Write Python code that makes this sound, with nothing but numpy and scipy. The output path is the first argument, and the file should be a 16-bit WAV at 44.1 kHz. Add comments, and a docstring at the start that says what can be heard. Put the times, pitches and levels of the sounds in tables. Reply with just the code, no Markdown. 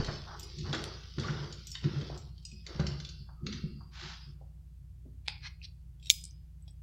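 """Footsteps go down a bare hardwood hallway, turn and stop; a few sharp clicks follow close by.
Each step thumps the boards with heel, then ball; the shoe knocks and scuffs, the boards crack,
clothes swish and small metal, probably keys, clinks. A finger rubs a handled object, then a metal
catch rattles and snaps, buzzing and ringing. Machinery in the building rumbles underneath."""
import sys
import numpy as np
from scipy import signal
from scipy.io import wavfile
from scipy.ndimage import uniform_filter1d

SR = 44100
rng = np.random.default_rng(int(sys.argv[2]) if len(sys.argv) > 2 else 0)


def dump(signal):
    """Clip the signal to [-1, 1] and save it as 16-bit WAV at the path in sys.argv[1]."""
    limited = np.clip(np.atleast_2d(signal).T, -1, 1)
    pcm = np.round(limited * 32767).astype(np.int16)
    wavfile.write(sys.argv[1], SR, pcm)


N = 301070
TIME = np.arange(N) / SR
HIT_TIME = TIME[:SR // 2]

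# Footsteps. Each row: start in s, heel-to-ball roll in s, heel level in dB, ball level in dB,
# push pitch in Hz, heel softness (1 = usual), ball softness, floor tremor in dB.
STEPS = [(0.0, 0.086, -17.5, -25, 117, 0.21, 0.67, -47), (0.592, 0.1, -28.5, -28, 141.4, 1.07, 0.85, -43),
         (1.181, 0.108, -25.5, -24, 138, 0.83, 1.24, -40),
         (1.843, 0.12, -17.5, -30, 138.5, 1.25, 1.27, -42.5),
         (2.753, 0.043, -30.5, -20, 150.6, 0.63, 0.86, -47),
         (3.429, 0.21, -32, -23.5, 152.2, 1.2, 0.61, -45)]
# Spectrum of a contact on wood. Each row: frequency in Hz, gain in dB.
WOOD_SPECTRUM = [(40, -30.5), (100, -4), (250, 15), (355, 20), (480, 8), (720, 6.5), (1000, 3.5),
                 (1400, 3.5), (2600, -5.5), (4500, -1), (6500, -9.5), (7400, -14.5), (8200, -28.5),
                 (11000, -30), (16000, -53.5)]
# Spectrum of rubbing cloth. Each row: frequency in Hz, gain in dB.
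CLOTH_SPECTRUM = [(1200, -38), (2000, -13.5), (2700, -7.5), (3600, -4), (4900, 0), (6100, -9.5),
                  (6900, -22), (7700, -24.5), (9000, -38)]


def amp(db):
    """Decibels to gain."""
    return 10 ** (np.asarray(db) / 20)


def unit_rms(x):
    """Scales to rms 1."""
    return x / np.sqrt(np.mean(x ** 2) + 1e-20)


def at_peak(x, db):
    """Scales to a peak level."""
    return amp(db) * x / abs(x).max()


def lookup(points, hz):
    """Interpolates a table on a log-frequency axis."""
    point_hz, value = np.transpose(points)
    return np.interp(np.log(hz + 1), np.log(point_hz + 1), value)


def add(mix, start_s, sound):
    """Mixes a sound in at start_s."""
    part = mix[max(round(start_s * SR), 0):][:len(sound)]
    part += sound[:len(part)]


def band_db(hz, centre_hz, octaves):
    """Bell on the octave axis: the band one contact excites."""
    return np.maximum(-6 * (np.log2((hz + 1) / centre_hz) / octaves) ** 2, -45)


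def colour(x, spectrum, centre_hz=None, octaves=1):
    """Minimum-phase filter with the given spectrum, optionally weighted round a centre."""
    hz = abs(np.fft.fftfreq(8192, 1 / SR))
    db = lookup(spectrum, hz)
    if centre_hz is not None:
        db = db + band_db(hz, centre_hz, octaves)
    log_gain = np.log(amp(np.maximum(db, db.max() - 90)))
    taps = np.fft.ifft(np.exp(np.conj(signal.hilbert(log_gain)))).real
    return signal.oaconvolve(x, taps[:len(taps) // 2])[:len(x)]


def small_body(x, cutoff_hz=2200):
    """A small object radiates almost no bass."""
    return signal.sosfilt(signal.butter(8, cutoff_hz, "highpass", fs=SR, output="sos"), x)


def decay(t60_s):
    """Envelope that loses 60 dB in t60_s."""
    return np.exp(-np.log(1000) * HIT_TIME / max(t60_s, 1e-3))


def rise(t60_s):
    """Exponential attack from 0 to 1."""
    return 1 - decay(t60_s)


def swell(full_s, rise_s, hold_s, fall_db_per_s):
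    """Envelope that rises until full_s, holds, then dies away."""
    attack = np.clip((TIME - full_s) / rise_s + 1, 0, 1) ** 2
    return attack * amp(-fall_db_per_s * np.maximum(TIME - full_s - hold_s, 0))


def ring(modes, detune=0):
    """Struck body: decaying sines, shifted a little by where it is hit."""
    out = np.zeros(len(HIT_TIME))
    for hz, db, t60_s in modes:
        shifted_hz = hz * (1 + detune * rng.uniform(-0.75, 1))
        out += amp(db) * decay(t60_s) * np.sin(2 * np.pi * shifted_hz * HIT_TIME)
    return out


def grit(grain_db, size=len(HIT_TIME)):
    """Friction noise: countless tiny slips of uneven size."""
    return unit_rms(rng.standard_normal(size) * amp(grain_db * np.minimum(rng.exponential(1, size), 5)))


def click(chatter_db, t60_s):
    """One hard contact, then brief chatter."""
    return signal.unit_impulse(len(HIT_TIME)) + amp(chatter_db) * grit(grain_db=4.5) * decay(t60_s)


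def patchy(x, depth_db):
    """Narrow resonances come and go as the walker moves."""
    hz, _, bands = signal.stft(x, SR, nperseg=1024)
    field = uniform_filter1d(rng.standard_normal(bands.shape), size=2, axis=0)
    field = unit_rms(uniform_filter1d(field, size=10, axis=1))
    field *= np.minimum(hz / 800, 1)[:, None]  # long waves change little over a stride
    return unit_rms(signal.istft(bands * amp(depth_db * field), SR, nperseg=1024)[1][:len(x)])


def judder(x, depth_db):
    """A dragged sole or cloth catches and lets go every few milliseconds."""
    grip = unit_rms(uniform_filter1d(rng.standard_normal(len(x)), size=260))
    return unit_rms(x * amp(depth_db * grip))


def hallway(x, wet_db, t60_spread=0.063, t60_scale=0.93):
    """Adds slaps from the near walls and a tail in which some resonances outlast the rest."""
    # Reverberation. Each row: frequency in Hz, t60 in s before scaling.
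    reverb_times = [(100, 0.94), (300, 0.63), (800, 0.87), (1300, 0.99), (2000, 0.68), (2800, 0.96),
                    (3800, 0.53), (4850, 0.99), (6000, 0.32), (8000, 0.46), (15000, 0.19)]
    gap_s, walls_db = 0.0046, -4
    reflections = rng.standard_normal(SR) * (rng.random(SR) < .15) * (TIME[:SR] > gap_s)
    hz, time_s, bands = signal.stft(reflections, SR, nperseg=1024)
    scatter = unit_rms(uniform_filter1d(rng.standard_normal(len(hz)), size=2))
    t60_s = t60_scale * lookup(reverb_times, hz)
    t60_s *= np.exp(t60_spread * np.minimum(hz / 1500, 1) * scatter)
    bands *= np.exp(-np.log(1000) * time_s / t60_s[:, None])
    tail = unit_rms(signal.istft(bands, SR, nperseg=1024)[1])
    tail /= np.sqrt(len(tail))
    slaps = rng.integers(int(gap_s * SR), int(.025 * SR), size=8)
    tail[slaps] += amp(walls_db) * rng.choice([-1, 1], len(slaps)) / np.sqrt(len(slaps))
    return x + amp(wet_db) * signal.oaconvolve(x, tail)[:N]


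def building(rumble_db=-55, hiss_db=-72.5):
    """Machinery somewhere in the building hums and rumbles under a faint hiss."""
    # Machine hum. Each row: frequency in Hz, rms level in dB.
    tones = [(59.2, -51), (88.7, -59), (160.5, -62.5)]
    # Noise spectra. Each row: frequency in Hz, gain in dB.
    rumble_spectrum = [(20, -31), (38, 1), (50, -18), (72, 6.5), (90, -0.5), (108, -6), (125, 3.5),
                       (160, -5.5), (178, -12), (200, -24), (350, -24.5), (600, -33.5), (1500, -53)]
    hiss_spectrum = [(350, -36.5), (600, -10.5), (651, -4.5), (716, -5.5), (1120, -7), (9500, -11.5),
                     (15500, -14)]
    hum = sum(np.sqrt(2) * amp(db) * np.sin(2 * np.pi * (hz * TIME + rng.random())) for hz, db in tones)
    rumble = amp(rumble_db) * unit_rms(colour(rng.standard_normal(N), rumble_spectrum))
    hiss = amp(hiss_db) * unit_rms(colour(rng.standard_normal(N), hiss_spectrum))
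    return hum + rumble + hiss


def friction(spectrum, patchy_db):
    """Continuous grainy noise at rms 1."""
    slips = patchy(grit(grain_db=2.5, size=N), patchy_db)
    return unit_rms(colour(judder(slips, depth_db=0.4), spectrum))


def floor_tremor(trim_db=-2):
    """The floor trembles after each step."""
    # Trembling boards. Each row: frequency in Hz, gain in dB.
    spectrum = [(25, -25), (50, -5), (90, 9.5), (145, 0.5), (210, 0), (280, -13), (350, -0.5), (550, -49),
                (1000, -65)]
    envelope = sum(amp(db) * swell(start_s, rise_s=0.032, hold_s=0.18, fall_db_per_s=55)
                   for start_s, *_, db in STEPS)
    return amp(trim_db) * envelope * friction(spectrum, patchy_db=0)


def slide_envelope():
    """Strength of the soles' sliding over time."""
    # Slides. Each row: time of full level in s, hold in s, level in dB.
    slides = [(0.0, 0.13, -48), (0.671, 0.24, -50.5), (1.211, 0.23, -48), (1.85, 0.2, -51.5),
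              (2.691, 0.22, -52.5), (3.468, 0.024, -72)]
    return sum(amp(db) * swell(full_s, rise_s=0.052, hold_s=hold_s, fall_db_per_s=108.5)
               for full_s, hold_s, db in slides)


def clothes(sliding, slide_db=-3.5, swish_db=-1, crackle_db=-7, snaps_per_s=60):
    """Cloth swishes through the walk and with each slide; its creases snap."""
    # Rustle contour. Each row: time in s, level in dB.
    rustle = [(0.0, -54), (0.33, -58), (0.58, -53.5), (1.1, -58), (1.4, -59), (1.7, -58), (2.15, -56.5),
              (2.33, -69.5), (2.6, -68.5), (2.75, -71.5), (3.1, -61), (3.35, -98), (3.58, -63.5),
              (3.9, -84.5), (4.17, -59), (4.3, -66), (4.45, -100)]
    envelope = np.hypot(amp(np.interp(TIME, *np.transpose(rustle))), amp(slide_db) * sliding)
    impulses = (rng.random(N) < snaps_per_s / SR) * rng.uniform(0.32, 1, N)
    snaps = signal.oaconvolve(impulses, click(chatter_db=-7.5, t60_s=.008))[:N]
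    crackle = amp(crackle_db) * unit_rms(colour(snaps, CLOTH_SPECTRUM))
    swish = amp(swish_db) * friction(CLOTH_SPECTRUM, patchy_db=5)
    return envelope * (crackle + swish)


def sole_shuffle(sliding, trim_db=-1):
    """Soles slide over the boards with a dull friction noise."""
    # Sliding sole. Each row: frequency in Hz, gain in dB.
    spectrum = [(50, -36), (200, -7), (400, 13), (700, -0.5), (1400, 1.5), (2200, -4.5), (3500, -59)]
    return amp(trim_db) * sliding * friction(spectrum, patchy_db=1.5)


def scuffs():
    """Soles grind and faintly squeak, clothes sweep round in the turn; each stroke swells and fades."""
    # Each row: start in s, length in s, rms before the taper in dB, centre in Hz, width in octaves.
    strokes = [(0.24, 0.15, -49, 1090, 0.61), (0.24, 0.43, -58, 396, 0.33), (0.63, 0.1, -53, 1120, 0.6),
               (0.71, 0.15, -47.5, 3740, 3.9), (1.19, 0.2, -49.5, 2500, 3.5),
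               (1.215, 0.096, -52, 1430, 0.63), (1.231, 0.038, -47, 1170, 0.095),
               (1.28, 0.025, -48, 1550, 0.17), (1.295, 0.067, -63.5, 1420, 0.088),
               (1.828, 0.067, -40.5, 282, 0.52), (1.95, 0.15, -50.5, 389.5, 0.64),
               (2.075, 0.13, -52, 730, 0.97), (2.679, 0.067, -51.5, 368, 0.61),
               (3.1, 0.19, -65.5, 4800, 0.2), (3.349, 0.11, -70.5, 1247, 0.066),
               (3.411, 0.2, -45, 184, 0.33), (3.44, 0.07, -54, 458, 0.18), (3.452, 0.186, -56, 3080, 1.07),
               (3.6, 0.23, -53, 185, 0.32), (3.684, 0.25, -70, 4770, 0.047), (3.896, 0.31, -48, 3200, 1.26),
               (3.948, 0.24, -63, 870, 0.31), (4.0, 0.11, -58, 364, 0.2)]
    out = np.zeros(N)
    for start_s, length_s, db, hz, octaves in strokes:
        slips = judder(grit(grain_db=2.5), depth_db=1.5)
        stroke = unit_rms(colour(slips, WOOD_SPECTRUM, hz, octaves)[:int(length_s * SR)])
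        add(out, start_s, amp(db) * stroke * signal.windows.tukey(len(stroke), .8))
    return hallway(out, wet_db=-10.5)


def key_clinks(octaves=0.95, bunch_db=-10.5, spread_db=2):
    """Keys touch and chatter; the bunch rings, and one key sounds its own note."""
    # Each row: start in s, level in dB, centre in Hz, single key's pitch in Hz, its level in dB.
    clinks = [(0.395, -35.5, 7140, 13520, -51), (0.43, -34, 7500, 10700, -56),
              (1.67, -34, 7900, 13700, -65), (1.703, -42, 7700, 7350, -55), (1.716, -32, 7800, 5380, -40.5),
              (2.176, -40, 6600, 7600, -57), (2.451, -34.5, 5400, 5006, -39.5),
              (2.515, -44, 4700, 2533, -50)]
    # Modes of the bunch. Each row: frequency in Hz, level in dB, t60 in s.
    key_modes = [(2530, -2, .4), (2961, -5, .25), (3590, -8, .2), (4570, -12, .2), (5776, 0, .22),
                 (7040, -9, .15), (7350, -7, .1), (7900, -10, .06), (10600, -17, .08), (12050, -15, .07),
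                 (12700, -19, .07), (13620, -9, .1), (14450, -13, .06)]
    # Key chatter. Each row: frequency in Hz, gain in dB.
    spectrum = [(1500, -72), (2600, -1), (4000, 1), (5500, 3), (8300, -0.5), (9800, -40), (13500, -7),
                (16000, -38)]
    attack = rise(t60_s=0.0036)
    out = np.zeros(N)
    for start_s, db, centre_hz, key_hz, key_db in clinks:
        chatter = patchy(grit(grain_db=6), depth_db=6) * decay(t60_s=0.025) * attack
        touch = at_peak(colour(chatter, spectrum, centre_hz, octaves), db)
        modes = [(hz, mode_db + band_db(hz, centre_hz, octaves) + spread_db * rng.standard_normal(), t60)
                 for hz, mode_db, t60 in key_modes]
        bunch = at_peak(ring(modes, detune=0.0065), db + bunch_db)
        key = ring([(key_hz, key_db, 0.082)])
        add(out, start_s, touch + (bunch + key) * attack)
    return hallway(small_body(out), wet_db=-7.5)


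def finger_rubs(stop_share=0.23):
    """A finger drags over the object in the hand, ever harder, and stops short."""
    # Each row: start in s, length in s, rms in dB, centre in Hz, width in octaves.
    rubs = [(5.256, 0.016, -60.5, 2920, 0.6), (5.417, 0.071, -47.5, 2460, 1.7),
            (5.62, 0.042, -50.5, 4830, 0.9)]
    # Finger friction. Each row: frequency in Hz, gain in dB.
    spectrum = [(400, -28), (900, 1.5), (1500, -5.5), (2200, 5), (3200, -0.5), (4400, 4), (6000, -3),
                (7200, -25), (8800, -13.5), (10000, -45)]
    out = np.zeros(N)
    for start_s, length_s, db, hz, octaves in rubs:
        progress = np.linspace(0, 1, int(length_s * SR))
        pressure = progress * np.minimum((1 - progress) / stop_share, 1)
        rub = colour(patchy(grit(grain_db=4), depth_db=4), spectrum, hz, octaves)
        add(out, start_s, amp(db) * unit_rms(rub[:len(pressure)] * pressure))
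    return hallway(out, wet_db=-15, t60_spread=.06, t60_scale=0.56)


def plastic_taps():
    """Small sharp clicks of something handled close by."""
    # Each row: start in s, peak in dB, centre in Hz, width in octaves.
    taps = [(0.8408, -23, 7500, 1.9), (2.1002, -31.5, 422, 1.13), (5.278, -26.5, 2620, 1.4),
            (5.2821, -17, 2260, 1.4), (5.288, -32, 4000, 3), (5.616, -43.5, 2570, 0.14),
            (6.213, -41, 7920, 0.3), (6.239, -31, 8100, 0.41), (6.2413, -28, 7830, 0.5),
            (6.2527, -30.5, 7560, 0.37), (6.309, -46, 6080, 0.11), (6.624, -55.5, 8030, 0.05),
            (6.679, -56.5, 740, 0.42), (6.707, -55, 8070, 0.06)]
    # Tapped plastic. Each row: frequency in Hz, gain in dB.
    spectrum = [(150, -6), (400, 4.5), (850, 2), (1200, -19), (1700, -1.5), (2300, 3), (3000, 2), (3800, 4),
                (5100, 2), (6300, -9.5), (8000, -9), (10000, -15.5), (11700, -16), (13000, -40),
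                (16000, -31)]
    out = np.zeros(N)
    for start_s, db, hz, octaves in taps:
        tap = colour(click(chatter_db=-18.5, t60_s=0.011), spectrum, hz, octaves)
        add(out, start_s, at_peak(tap, db))
    return hallway(out, wet_db=-11.5, t60_spread=0.089, t60_scale=0.49)


def catch_rattle():
    """Pressed and let go, the catch ticks against its housing, ringing it differently each time."""
    # Each row: start in s, level in dB.
    ticks = [(5.998, -54), (6.027, -46), (6.037, -48.5), (6.048, -44.5), (6.057, -40.5), (6.069, -36.5),
             (6.082, -47.5), (6.679, -43)]
    # Each row: frequency in Hz, level in dB, t60 in s.
    housing_modes = [(2700, -14, 0.051), (3316, -6, .04), (3480, -1.5, 0.028), (3780, 5.5, 0.024),
                     (4270, -0.5, 0.021), (4870, -5.5, 0.045), (5540, -3, 0.062), (6450, -6.5, 0.02),
                     (7490, -4.5, 0.03), (7900, -8.5, .03), (10160, -14.5, .025), (11160, -17.5, 0.028)]
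    out = np.zeros(N)
    for start_s, db in ticks:
        tick = signal.oaconvolve(click(chatter_db=-6, t60_s=0.017), ring(housing_modes, detune=0.015))
        add(out, start_s, at_peak(tick, db))
    return hallway(small_body(out), wet_db=-11.5, t60_scale=0.41)


def catch_snap(buzz_db=-40.5, buzz_t60_s=0.31):
    """A metal catch slips, snaps and rebounds; the hardest blow rings it and buzzes its loose parts."""
    # Each row: start in s, peak in dB.
    blows = [(6.0971, -20), (6.1011, -6), (6.109, -16.5), (6.1088, -14.5)]
    # Each row: frequency in Hz, gain in dB.
    blow_spectrum = [(200, -35), (900, -36), (1300, -39), (1750, -39.5), (2200, -5.5), (2700, -17.5),
                     (3500, -10.5), (4200, -4.5), (5100, -8.5), (5700, -2), (6600, -9), (7600, -6.5),
                     (9000, -28), (11200, -12.5), (12500, -27), (15700, -25)]
    buzz_spectrum = [(1700, -34), (2300, -5), (4000, -13), (5800, 4), (8000, 1), (9500, -5.5),
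                     (12000, -4.5), (14000, -8), (16000, -10.5)]
    # Each row: frequency in Hz, level in dB, t60 in s.
    housing_modes = [(2380, -23, 0.023), (3614, -4.5, 0.0085), (4240, -14, 0.0067)]
    catch_modes = [(5655, -23, .025), (6540, -18, .025), (7490, -26, .075), (10050, -47, .15),
                   (12730, -38, .11), (15720, -37, .13), (5012, -43, .52)]
    impact, metal = np.zeros((2, N))
    for start_s, db in blows:
        blow = colour(click(chatter_db=-11, t60_s=0.02), blow_spectrum)
        add(impact, start_s, at_peak(blow, db))
    hardest_s = max(blows, key=lambda row: row[1])[0]
    add(impact, hardest_s, small_body(ring(housing_modes)))
    add(metal, hardest_s, small_body(ring(catch_modes)))
    buzz = unit_rms(colour(grit(grain_db=3), buzz_spectrum))
    add(metal, hardest_s, amp(buzz_db) * buzz * decay(buzz_t60_s))
    return hallway(impact, wet_db=-28, t60_scale=0.83) + metal


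def wood_hits(hits, envelope, patchy_db, trim_db):
    """Short bursts of slips, coloured by the wood and by the resonances of the spot hit."""
    out = np.zeros(N)
    for start_s, db, hz, octaves in hits:
        burst = patchy(grit(grain_db=4), patchy_db) * envelope
        add(out, start_s, at_peak(colour(burst, WOOD_SPECTRUM, hz, octaves), db + trim_db))
    return out


def board_cracks(octaves=0.95):
    """Boards crack briefly under the shifting weight."""
    # Each row: start in s, level in dB, centre in Hz.
    cracks = [(0.0452, -26.5, 5400), (0.065, -28.5, 4500), (0.585, -33, 5700), (0.7283, -18.5, 3450),
              (0.747, -26, 5450), (1.0345, -41, 3600), (1.104, -45, 4200), (1.184, -27.5, 2980),
              (1.197, -26.5, 6500), (1.234, -34, 2390), (1.5253, -30, 6900), (1.746, -35.5, 3580),
              (1.752, -22.5, 3130), (2.011, -32, 3400), (2.379, -42, 5100), (2.665, -25.5, 3930),
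              (2.798, -29.5, 4380), (2.8668, -22.5, 4380), (3.0, -28, 4500), (3.048, -27.5, 5500),
              (3.0893, -32.5, 6600), (3.462, -37, 3930), (3.4659, -22, 3500), (3.525, -27.5, 3970),
              (3.533, -30, 4000)]
    hits = [(*row, octaves) for row in cracks]
    envelope = rise(t60_s=0.0033) * decay(t60_s=0.035)
    return hallway(wood_hits(hits, envelope, patchy_db=4.5, trim_db=-5), wet_db=-5.5)


def shoe_knocks():
    """Heel and sole knock on the wood."""
    # Each row: start in s, level in dB, centre in Hz, width in octaves.
    knocks = [(0.002, -26, 426, 2.3), (0.083, -25.5, 934, 0.86), (0.729, -20.5, 2870, 3.2),
              (0.738, -25.5, 1530, 0.6), (0.743, -28, 413, 1.3), (1.18, -25, 423, 2.2),
              (1.283, -26, 1700, 0.89), (1.839, -26, 2460, 1.1), (1.956, -36, 1340, 0.8),
              (2.794, -24, 972, 1.4), (3.287, -42, 1000, 0.55), (3.805, -45.5, 1060, 0.47),
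              (4.409, -44, 630, 0.51), (5.055, -47.5, 470.5, 0.67)]
    envelope = rise(t60_s=0.01) * decay(t60_s=0.099)
    return hallway(wood_hits(knocks, envelope, patchy_db=2, trim_db=-5.5), wet_db=-7)


def joist_booms(t60_s=0.8):
    """Under the walker's full weight the floor sags on its joists and booms."""
    # Each row: start in s, peak in dB, pitch in Hz.
    booms = [(1.3, -48, 73), (2.101, -41.5, 63), (2.793, -34.5, 70.8)]
    out = np.zeros(N)
    for start_s, db, hz in booms:
        add(out, start_s, at_peak(ring([(hz, 0, t60_s)]) * rise(t60_s=0.14), db))
    return out


def foot_thuds(boards_db=8.5, trim_db=-2):
    """The foot gives a damped push and rings a board; a soft tread builds and fades more slowly."""
    # Floorboard modes. Each row: frequency in Hz, level in dB, t60 in s.
    board_modes = [(91.6, -6, 0.37), (129, -13.5, 0.2), (143.96, -1, 0.43), (162, 5, 0.055),
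                   (204.8, -4.5, 0.23), (267, -6.5, 0.13), (282.6, -11.5, 0.033), (352, -7.5, 0.33),
                   (434, -13, 0.17)]
    # Light shifts of weight. Each row: start in s, level in dB, push pitch in Hz, softness.
    shifts = [(0.566, -35, 137, 1.3), (2.527, -42.5, 202, 0.76), (3.207, -39, 140, 0.73),
              (4.042, -40.5, 154.6, 1.15), (4.26, -38.5, 142, 1.7), (5.053, -43.5, 265, 0.78)]
    heels = [(start_s, db, hz, soft) for start_s, _, db, _, hz, soft, _, _ in STEPS]
    balls = [(start_s + roll_s, db, hz, soft) for start_s, roll_s, _, db, hz, _, soft, _ in STEPS]
    out = np.zeros(N)
    for start_s, db, push_hz, softness in heels + balls + shifts:
        swing = np.sin(2 * np.pi * push_hz * HIT_TIME)
        push = swing * decay(t60_s=0.092 * softness) * rise(t60_s=0.1 * softness)
        octaves = 3.9 / max(softness, 1)
        modes = [(hz, mode_db + band_db(hz, push_hz, octaves), t60_s * min(softness, 1))
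                 for hz, mode_db, t60_s in board_modes]
        strike = swing * decay(t60_s=0.0041)
        board = signal.oaconvolve(strike, ring(modes, detune=.04))[:len(push)]  # boards vary in pitch
        sole_cushion = rise(t60_s=0.039 * softness ** 2)
        thud = (at_peak(push, 0) + at_peak(board, boards_db)) * sole_cushion
        add(out, start_s, at_peak(thud, db + trim_db))
    return hallway(out, wet_db=-6)


def suppress_noise(x, depth_db=7, open_db=9.5, knee_db=1.27, from_hz=300):
    """Above the bass, bands near the noise floor are turned down, which cuts tails short."""
    hz, _, bands = signal.stft(x, SR, nperseg=512)
    power = uniform_filter1d(uniform_filter1d(abs(bands) ** 2, size=3, axis=0), size=9, axis=1)
    level_db = 10 * np.log10(abs(power) + 1e-20)
    over_floor_db = level_db - np.percentile(level_db, 15, axis=1, keepdims=True)
    shut = .5 - .5 * np.tanh((over_floor_db - open_db) / (2 * knee_db))
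    above_bass = np.minimum(hz / from_hz, 1)[:, None] ** 4
    return signal.istft(bands * amp(-depth_db * shut * above_bass), SR, nperseg=512)[1][:N]


def scene():
    """All sources in the hallway, one channel."""
    sliding = slide_envelope()
    steps = shoe_knocks() + board_cracks() + foot_thuds() + joist_booms() + floor_tremor()
    movement = key_clinks() + scuffs() + clothes(sliding) + sole_shuffle(sliding)
    handling = finger_rubs() + plastic_taps() + catch_snap() + catch_rattle()
    return (steps + movement + handling + building())[None]


def record(dry):
    """Peak clipping, noise suppression and band limit."""
    cutoff_hz = 16400
    clipped = np.clip(dry[0], -.97, .97)
    lowpass = signal.firwin(255, cutoff_hz, window=("kaiser", 8), fs=SR)
    return signal.oaconvolve(suppress_noise(clipped), lowpass, "same")[None]


dry = scene()
out = record(dry)
dump(out)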